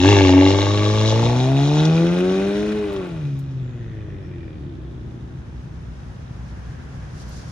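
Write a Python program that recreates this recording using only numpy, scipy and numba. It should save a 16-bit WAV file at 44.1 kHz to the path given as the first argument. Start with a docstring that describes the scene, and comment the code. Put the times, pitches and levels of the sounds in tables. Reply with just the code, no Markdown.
"""In an open car park, a turbocharged four-cylinder hatchback with a loud exhaust pulls away from close by.
Each firing sends a pressure wave (the boom) and a burst of gas (bark and rasp) through the tailpipes.
At three seconds the driver lifts off: the turbo whistle winds down and the car burbles in the distance.
Tyres flick grit, buildings echo the exhaust, and filtered noise makes the traffic and hiss around the lot."""
import sys
import numpy as np
from scipy import signal
from scipy.fft import rfft, irfft, next_fast_len
from scipy.io import wavfile
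from scipy.ndimage import uniform_filter1d
from numba import njit

SR = 44100
rng = np.random.default_rng(int(sys.argv[2]) if len(sys.argv) > 2 else 0)


def master_out(mix):
    """Clip the mix to full scale and print it as 16-bit PCM to the path in sys.argv[1]."""
    frames = np.transpose(np.atleast_2d(mix))
    ceiling = np.clip(frames, -1, 1)
    pcm = np.round(ceiling * 32767).astype(np.int16)
    wavfile.write(sys.argv[1], SR, pcm)


N = 331214  # length in samples
T = np.arange(N) / SR  # time in seconds
RING_LAG = .41  # share of a firing cycle by which the ringing of the pipe trails the pressure wave


def engine_speed():
    """A blip, a long pull and the lift-off set the firing rate; then the revs sag to idle."""
    # the engine (time [s], firing rate [Hz], level of the fundamental [dB])
    revs = [(0.0, 88, -20), (0.08, 98.3, -9.5), (0.1, 102.9, -10), (0.3, 91.45, -13.5), (0.59, 99.3, -16),
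            (1.12, 109.8, -13.5), (1.37, 124.5, -15.5), (1.9, 159.5, -11.5), (2.35, 190.4, -20.5),
            (2.64, 209.7, -23), (2.77, 212, -24), (2.91, 200.4, -35.5), (2.97, 194.5, -34.5),
            (3.25, 143.8, -21.5), (3.35, 136.9, -21), (3.45, 136.8, -24.5)]
    sag_hz_per_s, idle_hz = 55, 61.67
    sink_db_per_s, idle_db = 11, -36.5
    hz, fundamental_db = curves(revs)
    sagging_s = np.maximum(T - revs[-1][0], 0)
    hz = np.maximum(hz - sag_hz_per_s * sagging_s, idle_hz)
    return hz, np.maximum(fundamental_db - sink_db_per_s * sagging_s, idle_db)


def boom(turns, drive, fundamental_db):
    """The clean low harmonics of the pressure wave; each overtone swells as it crosses a pipe resonance."""
    # standing waves of the exhaust pipe (frequency [Hz], level [dB])
    pipe = [(125, 13), (188, -12.5), (235, 3), (268, 6), (283, 6.5), (303, 1), (335, 0.5), (376, 5.5),
            (435, 1.5), (520, -3.5), (800, -8)]
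    # loudness of harmonics 2, 3 and 4 (close by at full throttle and the reference rate [dB],
    # lost with the throttle shut [dB], gained per octave of revs [dB], power of distance)
    overtone_laws = [(-17, 14, 7.5, 0.93), (-13.5, 29, -1.5, 0.87), (-19, 21.5, -1.5, 0.79)]
    pipe_hz, pipe_db = np.transpose(pipe)
    dip_db = -2.5 * np.exp(-((T - 1.673) / 0.035) ** 2)  # the overtones dip briefly
    tone = undb(fundamental_db + .5 * walk(30)) * np.sin(2 * np.pi * turns)
    for k, law in enumerate(overtone_laws, 2):
        resonance_db = np.interp(np.log(k * drive[0]), np.log(pipe_hz), pipe_db)
        db = loudness(drive, *law) + resonance_db + dip_db
        tone = tone + undb(db + 1.5 * walk(20)) * np.sin(2 * np.pi * k * (turns - RING_LAG))
    return tone


def tailpipe(turns, drive):
    """Each firing cracks in the pipe, then puffs turbulent gas; the colour turns as the car draws away."""
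    # colour of the drone in the tailpipe (frequency [Hz], level [dB])
    drone_colour = [(380, -30.5), (480, 1.5), (620, 1.5), (700, -8.5), (800, -28.5)]
    # resonances of the bark (frequency [Hz], half width [Hz])
    bark_modes = [(700, 134), (850, 140), (1130, 113)]
    # balance of the three bark resonances as the car turns away (time [s], level of each [dB])
    bark_balance = [(.4, -17, 0.5, -7), (0.851, -8.5, -4.5, -0.5), (1.2, -1, 0, -9), (1.7, -1, -1.5, -7),
                    (2.3, -4, -3, -4.5)]
    # ringing of the pipe tips, close by and from far behind (frequency [Hz], width [Hz], level [dB])
    near_tips = [(1654, 27, 0), (1815, 45, -5), (2206, 260, -1), (2716, 170, -3), (3380, 110, -9.5)]
    far_tips = [(1408, 61, 6.1), (1530, 99, 3), (1980, 130, 1.9), (2451.6, 99, 6.8)]
    # colours of the jet's edge and of its high hiss (frequency [Hz], level [dB])
    edge_colour = [(2700, -8.5), (3300, -1), (3800, 1), (4100, -2), (4450, -13), (5200, -40.5)]
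    jet_colour = [(4200, -13.5), (5100, -6), (6200, -7.5), (7300, -13.5), (8500, -36.5), (10000, -28.5),
                  (14500, -56)]
    # single firings that crack out of the jet hiss (time [s], level [dB])
    cracks = [(1.852, -25), (2.963, -41)]
    gas_lag = .42  # share of a cycle by which the rush of gas follows the crack

    drone_flare, bark_flare, rasp_flare, jet_flare, _ = flares()
    drone_db = drone_flare + loudness(drive, full_db=-22.5, shut_db=10.5, octave_db=10, power=2.1)
    bark_db = bark_flare + loudness(drive, full_db=-25, shut_db=9.5, octave_db=11.5, power=2.25)
    rasp_db = rasp_flare + loudness(drive, full_db=-26, shut_db=20, octave_db=3, power=1.24)
    jet_db = jet_flare + loudness(drive, full_db=-31, shut_db=-2.5, octave_db=7.5, power=1.32)
    far, = curves([(1.0, 0.037), (1.35, 0.54), (1.95, 0.64)])

    # half orders growl as boost builds; at high revs the cracks drown in rushing gas
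    growl, crisp = curves([(.95, 0.11, 0.49), (1.2, 0.3, 0.33), (1.9, 0.099, 0.27), (2.7, 0.15, 0.14)])
    # one cylinder in four fires a little harder
    throb = 1 + .3 * np.cos(np.pi / 2 * turns)
    lope = throb + growl * (-1.) ** np.round(turns)
    # the crank speed wanders under boost, which blurs the upper harmonics
    wander, = curves([(.9, .008), (1.25, .015), (1.6, .016), (3.4, .025)])
    crack = lope * firings(turns + wander * walk(70), scatter_db=1.2, jitter_s=.00003)
    crack = crisp * crack / crack.std()

    puff = puffs(turns, rise=.1, scatter_db=1.7)
    drone = steady(colour(crack + 0.5 * puff * air(side=0.15), drone_colour)) * undb(drone_db)

    gas = puff + .5 * puffs(turns, rise=.3, scatter_db=2.5)
    blow = lope * (crack + .4 * gas * air(side=.5))
    bark = 0
    for (hz, half_width), db in zip(bark_modes, curves(bark_balance)):
        bark = bark + band(blow, hz, half_width) * undb(db)
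    bark = steady(bark) * undb(bark_db)

    # the treble comes in short, uneven spits
    spit = puffs(turns, rise=.07, scatter_db=2.2)
    spray = .7 * crack + (spit + .05) * air(side=.35)
    rasp = steady((1 - far) * resonate(spray, near_tips) + far * resonate(spray, far_tips))
    rasp = rasp * undb(rasp_db + 1.1 * walk(35))

    # the edge of the jet crackles with each firing; its high hiss follows with the rush of gas
    edge = colour(.3 * crack + (spit + .17) * air(side=.45), edge_colour)
    rush = 1 + 0.47 * np.cos(2 * np.pi * (turns - gas_lag))
    high_hiss = colour(rush * air(side=0.18), jet_colour)
    jet = steady(twin(edge + undb(-4.5) * high_hiss))
    jet = jet * (undb(jet_db) + snaps(cracks, decay_s=.005)) * undb(1.7 * walk(30))
    return drone + bark + rasp + jet


def burble(turns, drive):
    """Strong and weak firings shake the silencer between the harmonics."""
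    # colours of the low rumble and of the silencer (frequency [Hz], level [dB])
    rumble_colour = [(25, -20), (42, -12), (60, -4), (145, -5.5), (200, -16), (400, -29.5)]
    silencer_colour = [(140, -10.5), (190, -2.5), (250, -7.5), (300, 3), (340, 8.5), (410, -4),
                       (580, -10.5), (850, -18), (1400, -55)]
    near_db, far_db = -37, -36.5  # low burble, before the flares: close by, and far off throttle
    cycle = turns.astype(int)
    overrun, = curves([(3.35, 0.02), (3.65, 0.96)])  # 0 under load, near 1 off throttle
    chance_sign = np.sign(rng.standard_normal(2048))[cycle]
    strength = .5 * (1 + overrun) * chance_sign + 0.46 * (-1.) ** cycle
    low = steady(colour(firings(turns, scatter_db=1.0, jitter_s=0.00099) * strength, rumble_colour))
    low_gain = (1 - overrun) * undb(near_db - 0.052 * drive[2]) + overrun * undb(far_db)

    # alternate cylinders add half orders under load; off throttle every firing rings the silencer
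    nearest = np.round(turns).astype(int)
    uneven = (-1.) ** nearest * (1 - .45 * overrun) + overrun + .3 * rng.standard_normal(2048)[nearest]
    knocks = firings(turns, scatter_db=1.1, jitter_s=.00005) * uneven
    ring = steady(colour(knocks + 0.1 * overrun * rng.standard_normal(N), silencer_colour))
    ring_gain = undb(loudness(drive, full_db=-29, shut_db=17.5, octave_db=8, power=0.5))
    coasting_hum = envelope(start=3.6, attack=0.54, hold=1.1, release=1.1, db=-49)
    return (low * low_gain + ring * np.hypot(ring_gain, coasting_hum)) * undb(flares()[-1])


def snarl(turns, hz):
    """The upper orders snarl as they climb under boost; lower ones drone hollowly as they fall."""
    # colour of the climbing orders (frequency [Hz], level [dB])
    climb_colour = [(520, 4), (700, 7), (880, -2.5), (1050, -6.5), (1200, -7), (1750, -21.5)]
    # colour of the falling orders, which drone through the silencer (frequency [Hz], level [dB])
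    hollow_colour = [(130, -1), (245, -14.5), (330, 3), (385, -9), (460, -16.5), (570, -14.5), (680, -24)]
    climbing = orders(turns, hz, climb_colour, np.arange(4.5, 10, .5), half_db=-6)
    falling = orders(turns, hz, hollow_colour, np.arange(2, 7.5, .5), half_db=-6)
    climbing = climbing * envelope(start=1.18, attack=0.22, hold=0.6, release=1.24, db=-38.5)
    return climbing + falling * envelope(start=3.5, attack=0.5, hold=1.05, release=.5, db=-43)


def chatter(turns):
    """Off throttle, uneven puffs flutter in the resonances of the pipe tips."""
    # flutters (start [s], attack [s], hold [s], release [s], level [dB], frequency [Hz], half width [Hz])
    flutters = [(3.428, 0.48, 0.31, 0.59, -56, 1864, 387), (4.005, 0.24, .2, 0.18, -58, 2360, 230),
                (3.5, 0.056, 1.27, 0.63, -65, 3500, 830)]
    alternate = 1 + .3 * (-1.) ** turns.astype(int)
    gas = (.25 + puffs(turns, rise=.18, scatter_db=1.8)) * alternate * air(side=.6)
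    return sum(band(gas, hz, half_width) * envelope(*shape) for *shape, hz, half_width in flutters)


def firings(turns, scatter_db, jitter_s):
    """One pulse a cycle; the four cylinders differ, and each firing strays in size and time."""
    # strength of each cylinder in turn (level [dB])
    cylinder_db = [-0.13, 0.98, -0.95, 1]
    count = np.arange(1, int(turns[-1]))
    size_chance, time_chance = rng.standard_normal((2, len(count)))
    at = np.interp(count, turns, np.arange(N)) + jitter_s * SR * time_chance
    at = np.clip(at, 0, N - 2)
    size = undb(np.array(cylinder_db)[count % len(cylinder_db)] + scatter_db * size_chance)
    # share each pulse between the two nearest samples
    sample, part = at.astype(int), at % 1
    return np.bincount(sample, size * (1 - part), N) + np.bincount(sample + 1, size * part, N)


def puffs(turns, rise, scatter_db):
    """Gas after each firing: it swells over a small share of the cycle and dies before the next."""
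    age = (turns % 1) / rise
    return age * np.exp(1 - age) * undb(scatter_db * rng.standard_normal(2048)[turns.astype(int)])


def orders(turns, hz, shape, multiples, half_db):
    """Wavering whole and half multiples of the firing rate that slide through a fixed (Hz, dB) colour."""
    shape_hz, shape_db = np.transpose(shape)
    shaken = turns + .014 * walk(70)
    total = 0
    for k in multiples:
        db = np.interp(k * hz, shape_hz, shape_db) + half_db * (k % 1 > 0) + 2.2 * walk(30)
        total = total + undb(db) * np.sin(2 * np.pi * k * (shaken - RING_LAG))
    return total


def flares():
    """The dB that flares of gas add to drone, bark, rasp, jet hiss and silencer."""
    # at the blip, twice as the clutch bites, as boost arrives, at lift-off and on the overrun
    # (time [s], half length [s], added drone [dB], bark [dB], rasp [dB], jet hiss [dB], silencer [dB])
    gas_flares = [(0.092, 0.12, -3.5, 2, 4.5, 6.5, 5), (1.107, 0.047, 4, 1.5, 0, 5, -4.5),
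                  (1.241, 0.13, 8.5, 10.5, 1.5, 2, 7), (1.764, 0.12, -9, 8.5, 0, 6, -0.5),
                  (3.0, 0.19, 4, 10.5, 4, -3.5, -0.3), (4.06, 0.94, 12, 7, 4.5, -16.5, 1.6)]
    return sum(np.outer(added, np.exp(-((T - s) / half) ** 2)) for s, half, *added in gas_flares)


def loudness(drive, full_db, shut_db, octave_db, power):
    """Level in dB from the revs, the throttle and the distance."""
    hz, throttle, away_db = drive
    reference_hz = 100  # firing rate at which full_db holds, close by at full throttle
    return full_db - shut_db * (1 - throttle) + octave_db * np.log2(hz / reference_hz) - power * away_db


def resonate(x, modes):
    """Ring (Hz, width, dB) resonances that wander, swell and fade, with little sound outside their range."""
    drift = 0.015  # share by which the ringing wanders in the hot gas
    y = 0
    for hz, width, db in modes:
        # shift the resonance down to 0 Hz, smooth, and shift it back
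        spin = np.exp(2j * np.pi * np.cumsum(hz * (1 + drift * walk(11))) / SR)
        pole = np.exp(-np.pi * width / SR)
        ringing = (signal.lfilter([1 - pole], [1, -pole], x * spin.conj()) * spin).real
        y = y + undb(db + 1.8 * walk(11)) * ringing
    edges_hz = [.88 * modes[0][0], 3600]
    return signal.sosfilt(signal.butter(4, edges_hz, "band", fs=SR, output="sos"), y)


def twin(x):
    """The farther of the two tailpipes arrives a little later and ripples the hiss."""
    lag_s, db = .0024, -5.5
    return x + undb(db) * np.array([np.interp(T - lag_s, T, channel) for channel in x])


def ports(x):
    """Two microphone ports hear the exhaust with different phase and level."""
    # phase between the ports (frequency [Hz], left leads by [radians])
    port_phase = [(100, -0.36), (300, 0.13), (600, 0.43), (1200, 0.76), (6500, 1.61), (8500, 2)]
    # level between the ports (frequency [Hz], left over right [dB])
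    port_balance = [(300, 0.73), (700, 3.5), (1290, 5), (2400, 1.1), (4400, 3.5), (9000, 1.5)]
    size = next_fast_len(N + 2048, True)
    log_hz = np.log(np.maximum(np.arange(size // 2 + 1) * SR / size, 1))
    phase_hz, phase = np.transpose(port_phase)
    balance_hz, balance = np.transpose(port_balance)
    lead = np.interp(log_hz, np.log(phase_hz), phase)
    db = np.interp(log_hz, np.log(balance_hz), balance)
    half = np.array([[.5], [-.5]])  # each port takes half of the difference
    return irfft(rfft(x, size) * np.exp(1j * half * lead) * undb(half * db), size)[:, :N]


def turbo():
    """A thin, breathy whistle that flutters and falls as the turbine slows."""
    start_s, start_hz, slowing_s = 3.58, 7300, 2.2
    hz = start_hz * np.exp(-np.maximum(T - start_s, 0) / slowing_s)
    # fast random wavering, different in each ear, makes the whistle breathy
    phases = [np.cumsum(hz * (1 + .035 * walk(370))) / SR for _ in range(2)]
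    whistle = np.sin(2 * np.pi * np.array(phases))
    return whistle * envelope(start_s, attack=0.072, hold=.15, release=1.9, db=-69) * undb(3.2 * walk(14))


def grit():
    """The tyres crunch over fine grit while they pull; short bursts of bright noise make a few snaps."""
    # short snaps: stones under the tyres, and late on one snap among the rustling (time [s], level [dB])
    short_snaps = [(2.189, -55), (2.93, -51), (3.071, -59), (3.39, -51), (7.29, -53)]
    crunch_colour = [(1500, 19.5), (3500, 9), (7000, -4.5), (10500, -5.0), (12000, -28.5), (15000, -12)]
    crunch = colour(air(side=0.54), crunch_colour) * undb(2.5 * walk(450))
    crunch = crunch * envelope(start=-0.43, attack=1.485, hold=1.49, release=0.94, db=-42.0)
    return crunch + snaps(short_snaps, decay_s=.012) * air(side=.5)


def buildings(pipes, low, away_db):
    """Echoes of the exhaust, with less of its bass; they gain on the direct sound with distance."""
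    decay_s, damp = 1, 0.19  # time in which the bass of the echo falls by 60 dB; loss of treble per round
    lags = rng.integers(800, 4800, 8)  # samples
    highpass = signal.butter(2, 150, "high", fs=SR, output="sos")
    thrown = signal.sosfilt(highpass, (pipes + undb(-11.5) * low).mean(axis=0))
    return walls(thrown, lags, undb(-60 * lags / SR / decay_s), damp) * undb(-14 + 0.096 * away_db)


@njit
def walls(x, lags, gain, damp):
    """Eight delay lines that feed each other, duller on every round."""
    line, soft, out = np.zeros((8, 8192)), np.zeros(8), np.zeros((2, len(x)))
    for i in range(len(x)):
        total = 0.
        for k in range(8):
            soft[k] += (1 - damp) * (gain[k] * line[k, (i - lags[k]) & 8191] - soft[k])
            total += soft[k]
            out[k % 2, i] += soft[k]
        for k in range(8):
            line[k, i & 8191] = x[i] + soft[k] - total / 4
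    return out


def surroundings():
    """Traffic noise, its bass alike in both ears, swells beyond the lot under a fitful high hiss."""
    # colours of the traffic and of the hiss (frequency [Hz], level [dB])
    traffic_colour = [(20, -17), (50, 5), (155, 9.5), (260, -6.5), (550, -11.5), (1200, -15.5), (1700, -17),
                      (2200, -23), (3300, -27.5), (5000, -43), (10000, -48.5)]
    hiss_colour = [(2500, -20.5), (5000, -8), (6300, -9.5), (8000, -20.5), (10500, -21.5), (12000, -35.5),
                   (15000, -34.5)]
    # bursts of rustling hiss (time [s], half length [s], level [dB])
    rustles = [(7.2, .04, -56.5), (7.345, 0.076, -52), (7.496, 0.051, -55)]
    late_s = np.maximum(T - 4.78, 0)  # the surroundings grow louder from here on
    mid, side = rng.standard_normal((2, N))
    side = signal.sosfilt(signal.butter(2, 330, "high", fs=SR, output="sos"), side)
    traffic = colour(mid + side * np.array([[1], [-1]]), traffic_colour) * undb(-42.5 + 2.5 * late_s)
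    rustle = sum(undb(db) * np.exp(-((T - s) / half) ** 2) for s, half, db in rustles)
    hiss_gain = undb(-68 + 4 * late_s) + rustle * undb(2 * walk(90))
    hiss = colour(air(side=0.92), hiss_colour) * hiss_gain * undb(1 * walk(35))
    # a narrow whirr joins the traffic and sinks away
    whirr = band(air(side=0.68), 1643, 480)
    whirr = whirr * envelope(start=6.4, attack=.12, hold=.12, release=1.1, db=-55.5)
    return traffic + whirr + hiss


def undb(db):
    """Decibels to gain."""
    return 10 ** (np.asarray(db) / 20)


def curves(rows):
    """Each column of a table as a control, sample by sample."""
    s, *columns = np.transpose(rows)
    return [np.interp(T, s, c) for c in columns]


def envelope(start, attack, hold, release, db):
    """A gain that rises, holds and falls; times in seconds."""
    rising = (T - start) / attack
    falling = 1 - (T - start - attack - hold) / release
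    return undb(db) * np.clip(np.minimum(rising, falling), 0, 1)


def snaps(rows, decay_s):
    """A gain that jumps and dies away at each (s, dB)."""
    fade_s = [np.where(T < s, decay_s / 10, decay_s) for s, _ in rows]
    return sum(undb(db) * np.exp(-np.abs(T - s) / fade) for (s, db), fade in zip(rows, fade_s))


def walk(rate):
    """Random levels held 1 / rate s and smoothed twice; spread near 1."""
    k = int(SR / rate)
    held = rng.standard_normal(N // k + 1)[np.arange(N) // k]
    return 1.3 * uniform_filter1d(uniform_filter1d(held, k), k)


def air(side):
    """Stereo white noise with the given side-to-mid ratio."""
    mid, apart = rng.standard_normal((2, N))
    return mid + side * apart * np.array([[1], [-1]])


def colour(x, points):
    """Causal filter with the given (Hz, dB) response; the result has rms 1."""
    size = next_fast_len(N + 8192, True)
    hz, db = np.transpose(points)
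    octaves = np.log2(np.maximum(np.arange(size // 2 + 1) * SR / size, 1))
    # beyond the outer points the response falls by 40 dB per octave
    below = np.maximum(np.log2(hz[0]) - octaves, 0)
    above = np.maximum(octaves - np.log2(hz[-1]), 0)
    gain = undb(np.maximum(np.interp(octaves, np.log2(hz), db) - 40 * (below + above), -90))
    # fold the cepstrum so that the filter never sounds ahead of its input (minimum phase)
    cepstrum = irfft(np.log(gain), size)
    cepstrum[1:size // 2] *= 2
    cepstrum[size // 2 + 1:] = 0
    y = irfft(rfft(x, size) * np.exp(rfft(cepstrum)), size)[..., :N]
    return y / y.std()


def band(x, hz, half_width):
    """One steep-sided resonance, 14 dB down at its half width; the result has rms 1."""
    return colour(x, [(hz - half_width, -14), (hz, 0), (hz + half_width, -14)])


def steady(x):
    """Hold the rms of the channels' mean near 1 over a fifth of a second."""
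    power = uniform_filter1d(np.atleast_2d(x).mean(axis=0) ** 2, SR // 5)
    return x / np.sqrt(power + 1e-9)


def scene():
    """Revs, throttle and distance drive the exhaust; echoes, turbo, grit and surroundings join it."""
    # the driver's foot (time [s], throttle [0-1])
    foot = [(0, 0.73), (.07, 0.91), (.4, 1), (.62, 0.67), (1.5, 0.65), (1.85, 1), (2.55, 1), (2.95, 0.73),
            (3.4, 0.09), (3.7, 0.31), (4.8, 0.24), (5.5, 0.17)]
    # the car draws away (time [s], distance [m])
    path = [(.3, 2.04), (1, 2.64), (2, 7.5), (3, 14.9), (4, 25.2), (6, 35.2)]
    crack_lag = .12  # share of a cycle by which the crack follows the pressure wave
    hz, fundamental_db = engine_speed()
    throttle, = curves(foot)
    metres, = curves(path)
    away_db = 20 * np.log10(metres / metres[0])
    drive = hz, throttle, away_db
    hunting = np.interp(hz, [62, 68], [.018, .001])  # the engine runs less evenly near idle
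    turns = np.cumsum(hz * (1 + hunting * walk(25))) / SR  # firing cycles so far

    exhaust = tailpipe(turns - crack_lag, drive) + snarl(turns, hz) + burble(turns, drive)
    pipes = ports(exhaust) + chatter(turns)
    low = ports(boom(turns, drive, fundamental_db))
    return low + pipes + buildings(pipes, low, away_db) + turbo() + grit() + surroundings()


def record(dry):
    """The phone rounds the loudest peaks and cuts the top."""
    top_hz = 15200
    rounded = dry / (1 + np.abs(dry / .95) ** 8) ** (1 / 8)
    return signal.sosfilt(signal.ellip(8, .2, 70, top_hz, fs=SR, output="sos"), rounded)


dry = scene()
out = record(dry)
master_out(out)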